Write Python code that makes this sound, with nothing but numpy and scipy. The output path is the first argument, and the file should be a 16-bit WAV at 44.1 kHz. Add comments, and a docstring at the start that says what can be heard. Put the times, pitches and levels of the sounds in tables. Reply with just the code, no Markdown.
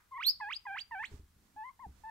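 """A guinea pig wheeks four times: each call is a low whine that sweeps up into a whistle, and the first
breaks into a shriek. Three soft whimpers follow. Its voice is one gliding tone with overtones, echoing
in a small room. A hand-held camera close by is bumped as it follows the animal, giving dull thuds.
Underneath are faint rustles on the rug, a quiet hiss and the rumble of the hand on the camera."""
import sys
import numpy as np
from scipy import signal
from scipy.fft import rfft, irfft, next_fast_len
from scipy.io import wavfile
from scipy.ndimage import uniform_filter1d, map_coordinates

SR = 44100
rng = np.random.default_rng(int(sys.argv[2]) if len(sys.argv) > 2 else 0)


def generate_wav(signal):
    """Clip the signal to [-1, 1] and save it as 16-bit WAV at the path in sys.argv[1]."""
    frames = np.transpose(np.atleast_2d(signal))
    scaled = np.clip(frames, -1, 1) * 32767
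    pcm = np.round(scaled).astype(np.int16)
    wavfile.write(sys.argv[1], SR, pcm)


N = 92610

# The path of each cry. Harmonic k is a tone at k times the pitch; the first is the pitch itself.
# Columns: time_s, pitch_hz, level_db, second_harmonic_over_first_db
WHEEK_1 = [(0.111, 977, -62, -19.5), (0.122, 1084, -43.7, -25.5), (0.15, 1006, -42.5, -9.5),
           (0.177, 1133, -40.1, -10), (0.181, 924, -44, -5), (0.197, 978, -40.5, -4), (0.21, 1235, -38, -8),
           (0.222, 1576, -44, -5), (0.231, 2290, -33.5, -21), (0.24, 3090, -36.5, -22),
           (0.255, 3910, -30.5, -43), (0.263, 4270, -37, -21.5), (0.266, 4123, -25, -29),
           (0.282, 4470, -22.5, -23), (0.298, 4825, -21.5, -40), (0.302, 5254, -27.5, -30),
           (0.311, 5111, -29, -32), (0.317, 4802, -45.5, -42)]
WHEEK_2 = [(.401, 999, -44, -15.5), (.409, 1042, -39, -10), (.412, 865.5, -41, -3), (.43, 846, -38.5, -1.5),
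           (.45, 802, -41, -1.5), (.486, 859.5, -42.5, -0.5), (.498, 1014, -44, -0.5), (.511, 1254, -40, 0),
           (.52, 1941, -40, -16), (.531, 2802, -33.5, -22), (.541, 3725, -39.5, -28),
           (.55, 4430, -48.5, -15), (.559, 4815, -43.5, -31), (.566, 4930, -33.5, -38),
           (.573, 4820, -41.5, -34)]
WHEEK_3 = [(0.654, 1003, -46.5, -6.5), (0.666, 1005, -41, -9.5), (.669, 835, -40.5, -1.5),
           (.705, 769, -41.5, -2), (0.731, 811.7, -41, -0.5), (0.747, 770, -43, 1.5), (.758, 870, -45, 4),
           (.767, 1070, -43.5, 1), (.778, 1698, -38.5, -16), (.792, 2954, -35, -26.5),
           (0.802, 4000, -51, -9.5), (.809, 4620, -42.5, -27), (.816, 4790, -37.5, -37),
           (0.825, 4640, -49, -38)]
WHEEK_4 = [(0.911, 984, -42, -7), (.917, 985, -45, -6), (.92, 913.4, -41, -0.5), (.935, 902.4, -42, -3),
           (.948, 860, -39.5, -4.5), (.952, 777, -41.5, -2), (0.976, 757.2, -43, -3.5),
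           (.99, 798, -42.5, 0.5), (1.002, 864.6, -41, 3), (1.024, 903, -44.5, 5.5),
           (1.036, 1146, -44.5, 1), (1.042, 1904, -32, -33), (1.051, 2530, -41, -21),
           (1.061, 3920, -43.5, -4), (1.065, 4340, -49.5, -3), (1.073, 4405, -47, -21)]
WHIMPER_1 = [(1.563, 806, -52, -15), (1.574, 857, -45, -16), (1.6, 868.5, -43, -12.5),
             (1.626, 863, -42.5, -10.5), (1.646, 972, -45, -9.5), (1.662, 1032, -45, -9),
             (1.69, 1036, -47.5, -4.5), (1.7, 1122, -48.5, -15), (1.713, 1000, -56, -24)]
WHIMPER_2 = [(1.793, 855, -52, -14), (1.803, 1056, -50.5, -14), (1.814, 1086, -49.5, -20.5),
             (1.846, 901.6, -44, -15.5), (1.862, 770, -46, -31)]
WHIMPER_3 = [(2.037, 886, -48, -18.5), (2.047, 862, -46, -11.5), (2.074, 900.4, -44, -14),
             (2.096, 887, -44.5, -5)]
# How strong the third harmonic is at each pitch. Columns: pitch_hz, third_over_second_db
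THIRD_HARMONIC = [(770, -8), (870, -17.5), (980, -24), (1200, -17.5), (2200, -21), (3500, -20), (4400, -11),
                  (4900, -1)]
# The shriek's strained third harmonic and its harsh noise. Columns: time_s, level_db
SHRIEK_HARMONIC = [(.257, -69), (.264, -33), (.272, -24.5), (.283, -37.5), (.298, -34), (.304, -75),
                   (.317, -63.5)]
SHRIEK_NOISE = [(.225, -86.5), (.24, -68), (.261, -67), (.2645, -47), (.269, -61), (.281, -53), (.3, -57),
                (.315, -63), (.325, -92.5)]
# Brief rasps in the upward sweeps. Columns: middle_s, width_s, level_db
RASPS = [(.227, 0.0017, -66.5), (.238, 0.0034, -66), (0.529, .004, -66), (0.559, 0.0098, -64.5),
         (.789, 0.0074, -69), (.812, 0.0077, -65.5), (1.046, 0.0054, -69)]
# Where the voice sits between the two microphones. Columns: frequency_hz, left_minus_right_db
WHEEK_PAN = [(780, -2), (880, -5), (1050, 4), (1300, -3.5), (1650, 1), (2100, -9.5), (2700, -8),
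             (3700, -10), (4150, 3), (4450, -23), (4800, -2.5), (5200, 54), (6500, -1), (9000, -13),
             (12500, -12.5), (15000, -2)]
WHIMPER_PAN = [(850, 1), (1050, 8.5), (1750, -8), (2100, -14), (3000, -4)]
# How far the wave at the left microphone runs ahead. Columns: frequency_hz, lead_radians
LEFT_LEAD = [(800, 0.88), (2000, 0.22), (3800, 1.53), (4400, 1.5), (4900, 0.91), (7700, 1.5), (12700, -2.6),
             (14500, -2.5)]
# How long the echo lasts (a fade time is the time to drop 60 dB). Columns: frequency_hz, fade_s
ECHO_FADE = [(200, .35), (1000, 0.29), (2200, 0.27), (4400, 0.33), (5200, 0.29), (9000, .3), (13000, 0.21)]
# How much of the voice comes back as echo. Columns: frequency_hz, gain_db
ECHO_GAIN = [(700, -17.5), (1200, -20), (2200, -18.5), (3400, -18), (4300, -18), (5100, -19.5),
             (9000, -20.5), (12700, -23.5), (15000, -19.5)]
# Bumps on the camera body. 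Columns: start_s, thud_db, knock_db, knock_pitch_hz
BUMPS = [(1.115, -46.5, -52, 408), (1.139, -35, -53, 267), (1.194, -41.5, -60.5, 391),
         (1.231, -49, -70, 374), (1.361, -53.5, -69.5, 236), (1.864, -40, -53, 193.8),
         (1.895, -43, -66, 135)]
# Soft rubbing on the rug. Columns: middle_s, width_s, hiss_db, scuff_db
RUSTLES = [(1.03, .03, -70, -80.5), (1.14, 0.038, -64.5, -66.5), (1.39, 0.018, -98, -81.5),
           (1.47, 0.052, -75.5, -74.5), (1.564, 0.014, -77.5, -71), (1.84, 0.046, -79, -74.5),
           (2.001, 0.067, -71, -83)]
# Rumble of the hand holding the camera. Columns: time_s, level_db
HAND_RUMBLE = [(0, -79.5), (.3, -74.5), (.39, -68.5), (.46, -75), (.56, -74.5), (.85, -75), (1.03, -68),
               (1.3, -70), (1.44, -70.5), (1.5, -85.5), (1.58, -71), (1.72, -77.5), (1.95, -63.5),
               (2.1, -70.5)]
# The colour of each noise, meaning its mix of low and high. 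Columns: frequency_hz, relative_db
SHRIEK_COLOUR = [(500, -39.5), (1200, -12), (3000, -2), (4500, -0.5), (6000, -5), (9000, -8), (11000, -24),
                 (13000, -4.5), (15500, -8)]
RASP_COLOUR = [(700, -35), (2500, -6.5), (5000, 0.5), (7500, -3.5), (10000, -14), (15000, -19.5)]
KNOCK_COLOUR = [(30, 2), (90, 1.5), (150, -5), (280, -5.5), (410, -10.5), (560, -32), (1200, -42),
                (4000, -55)]
RUG_HISS_COLOUR = [(1000, 7), (3000, -1), (7500, 0.5), (10000, -8), (15000, -14.5)]
RUG_SCUFF_COLOUR = [(30, -13), (90, -10.5), (160, -1.5), (230, 3.5), (400, -11.5), (1000, -29), (4000, -50)]
ROOM_RING_COLOUR = [(500, -39.5), (950, -1.5), (1300, 1), (1900, -2.5), (2600, -10.5), (5000, -30.5)]
STEADY_HISS_COLOUR = [(100, 4), (300, -1), (550, -6.5), (1000, -2.5), (1500, -2), (2600, -8), (4000, -7.5),
                      (15500, -11)]
RUMBLE_COLOUR = [(20, -3.5), (45, 3.5), (80, 2), (120, -7.5), (200, -8.5), (350, -26.5), (700, -68),
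                 (3000, -60)]

ROUGH_PAN_DB = -5  # shriek noise and rasps sit a little to the right
BODY_ALIKE = .93  # knocks and scuffs reach both microphones through the camera body


def guinea_pig():
    """Four wheeks, the first with a harsh peak, then three whimpers from a new spot."""
    wheeks = cry(WHEEK_1, strain=SHRIEK_HARMONIC) + sum(map(cry, (WHEEK_2, WHEEK_3, WHEEK_4)))
    whimpers = sum(cry(path, fourth_db=-8.5, step_db=-3.5) for path in (WHIMPER_1, WHIMPER_2, WHIMPER_3))
    # In the last wheek the animal turns away: less direct sound, the same echo.
    turn_s, turn_length_s = 1.052, .016
    turn_db = -14.5 * np.clip((clock() - turn_s) / turn_length_s, 0, 1)
    return (shriek() + at_microphones(wheeks, WHEEK_PAN, direct_db=turn_db)
            + at_microphones(whimpers, WHIMPER_PAN, echo_db=-3))


def cry(path, fourth_db=-15, step_db=-16.5, strain=None):
    """One cry: a gliding, slightly shaky tone made of up to six harmonics."""
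    attack_s, release_s, voice_db = .0025, .0055, .5
    pitch_shake, level_shake_db, roughness_db = .0015, .43, -40.5
    t = clock()
    pitch_hz, first_db, second_over_first_db = curves(path)
    second_db = first_db + second_over_first_db
    third_db = second_db + look_up(THIRD_HARMONIC, pitch_hz)
    # The fourth harmonic is set against the third; each higher one is a step weaker.
    upper_db = [third_db + fourth_db + step_db * k for k in range(3)]
    if strain is not None:
        strain_db, = curves(strain)
        third_db = np.where(during(strain), strain_db, third_db)
    phase = 2 * np.pi * np.cumsum(pitch_hz * (1 + pitch_shake * wobble(350))) / SR
    voice = np.zeros(N)
    for k, level_db in enumerate([first_db, second_db, third_db] + upper_db, 1):
        tone = np.sin(k * phase) + amp(roughness_db) * k * wobble(3200) * np.cos(k * phase)
        in_range = k * pitch_hz < SR / 2  # skip tones too high for the sample rate
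        voice += amp(level_db + level_shake_db * k * wobble(160)) * tone * in_range
    fade_in = np.clip((t - path[0][0]) / attack_s + .5, 0, 1)
    fade_out = np.clip((path[-1][0] - t) / release_s + 1, 0, 1)
    return amp(voice_db) * fade_in * fade_out * voice


def shriek():
    """Harsh noise where the first wheek breaks."""
    level_db, = curves(SHRIEK_NOISE)
    return amp(level_db) * during(SHRIEK_NOISE) * noise(SHRIEK_COLOUR, alike=.5) * panned(ROUGH_PAN_DB)


def rasps():
    """The voice catches for a moment as it climbs, making tiny puffs of noise."""
    level = sum(amp(level_db) * swell(middle_s, width_s) for middle_s, width_s, level_db in RASPS)
    return level * noise(RASP_COLOUR, alike=.5) * panned(ROUGH_PAN_DB)


def at_microphones(voice, pan, direct_db=0, echo_db=0):
    """The voice reaches each microphone with its own level and timing, and the room adds an echo."""
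    def response(hz):
        timing = np.exp(.5j * look_up(LEFT_LEAD, hz) * np.array([[1], [-1]]))
        return panned(look_up(pan, hz)) * timing
    return filtered(voice * amp(direct_db), response) + amp(echo_db) * room_echo(voice)


def room_echo(voice):
    """Quick bounces off nearby furniture, and a tail in which each frequency fades at its own speed."""
    build_up_s, bounce_decay_s, bounce_db = .004, .007, -13.5
    hz, t, spectrum = signal.stft(rng.standard_normal((2, SR // 2)), SR, nperseg=256)
    fade = np.exp(-np.log(1000) * t / look_up(ECHO_FADE, hz)[:, None])
    _, tail = signal.istft(spectrum * fade, SR, nperseg=256)
    age = np.arange(tail.shape[1]) / SR
    tail *= 1 - np.exp(-age / build_up_s)
    bounces = rng.standard_normal(tail.shape) * age * np.exp(-age / bounce_decay_s)

    def echo(pattern):
        return signal.fftconvolve(voice[None], pattern / np.linalg.norm(pattern[0]), axes=1)[:, :N]

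    def gain(hz):
        return amp(look_up(ECHO_GAIN, hz))

    early = filtered(echo(bounces), lambda hz: gain(hz) / gain(hz).max())
    return amp(bounce_db) * early + filtered(echo(tail), gain)


def camera_bumps():
    """Each bump on the camera makes a low thud, a short ring and a dull, noisy knock."""
    thud_hz = 65.5
    out = np.zeros((2, N))
    for start_s, thud_db, knock_db, knock_hz in BUMPS:
        phase_per_hz = 2 * np.pi * (clock() - start_s)
        thud = struck(start_s, fade_s=.1, rise_s=.0023) * np.sin(thud_hz * phase_per_hz)
        ring = struck(start_s, fade_s=.092, rise_s=.00046) * np.sin(knock_hz * phase_per_hz)
        knock = struck(start_s, fade_s=.21, rise_s=.00069) * noise(KNOCK_COLOUR, BODY_ALIKE)
        out += amp(thud_db) * thud + amp(knock_db) * (amp(-1) * ring + knock)
    return out


def rug_rustles():
    """Short swells of rubbing on the rug: a fine hiss on the right over a low scuff."""
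    hiss_level = sum(amp(hiss_db) * swell(middle_s, width_s) for middle_s, width_s, hiss_db, _ in RUSTLES)
    scuff_level = sum(amp(db) * swell(middle_s, width_s) for middle_s, width_s, _, db in RUSTLES)
    flutter = amp(wobble(140))  # about 1 dB up and down
    hiss = hiss_level * flutter * panned(-19) * noise(RUG_HISS_COLOUR, alike=.07)
    return hiss + scuff_level * noise(RUG_SCUFF_COLOUR, BODY_ALIKE)


def background():
    """The room's ring dying away at the start, a steady hiss and the rumble of the hand."""
    ring = amp(-69) * struck(0, fade_s=.4, rise_s=.00067) * noise(ROOM_RING_COLOUR, alike=.3)
    hiss = amp(-73) * noise(STEADY_HISS_COLOUR, alike=.3)
    rumble_db, = curves(HAND_RUMBLE)
    return ring + hiss + amp(rumble_db) * noise(RUMBLE_COLOUR, alike=.99)


def amp(db):
    """Turn decibels into a number to multiply by."""
    return 10 ** (np.asarray(db) / 20)


def clock():
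    """The time of each sample, in seconds."""
    return np.arange(N) / SR


def during(rows):
    """True between a table's first and last times."""
    return (clock() > rows[0][0]) & (clock() < rows[-1][0])


def look_up(table, hz):
    """Read between the rows of a frequency table, with octaves evenly spaced."""
    frequencies, values = np.transpose(table)
    return np.interp(np.log(hz + 1), np.log(frequencies + 1), values)


def curves(rows):
    """Join the rows of a time table into one smooth curve for each column after the time."""
    times, *columns = np.transpose(rows)
    return [uniform_filter1d(np.interp(clock(), np.sort(times), column), size=64) for column in columns]


def wobble(per_second):
    """A smooth random curve through this many random points a second."""
    return map_coordinates(rng.standard_normal(N // 8), [clock() * per_second + 2], mode="wrap")


def swell(middle_s, width_s):
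    """A bell-shaped rise and fall."""
    return np.exp(-.5 * ((clock() - middle_s) / width_s) ** 2)


def struck(start_s, fade_s, rise_s):
    """A quick rise, then a drop of 60 dB every fade_s."""
    age = np.maximum(clock() - start_s, 0)
    return np.exp(-np.log(1000) * age / fade_s) * (1 - np.exp(-age / rise_s))


def filtered(sound, response):
    """Multiply each frequency in the sound by response(hz)."""
    size = next_fast_len(N + SR // 2)
    return irfft(rfft(sound, size) * response(np.fft.rfftfreq(size, 1 / SR)), size)[..., :N]


def panned(left_minus_right_db):
    """Left and right gains that move a sound sideways and keep its total power."""
    gains = amp(np.array([[1], [-1]]) * left_minus_right_db / 2)
    return gains / np.sqrt(np.mean(gains ** 2, axis=0))


def noise(colour, alike):
    """Stereo noise of average power 1; alike runs from 0 (unrelated sides) to 1 (identical sides)."""
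    shared, side = filtered(rng.standard_normal((2, N)), lambda hz: amp(look_up(colour, hz)))
    spread = np.arccos(alike) / 2
    stereo = np.cos(spread) * shared + np.sin(spread) * np.array([side, -side])
    return stereo / np.sqrt(np.mean(stereo ** 2) + 1e-20)


def scene():
    """All the sounds together."""
    return guinea_pig() + camera_bumps() + rug_rustles() + background() + rasps()


def record(dry):
    """The camera cuts off the very highest treble."""
    top_hz = 15780
    return filtered(dry, lambda hz: hz < top_hz)


dry = scene()
out = record(dry)
generate_wav(out)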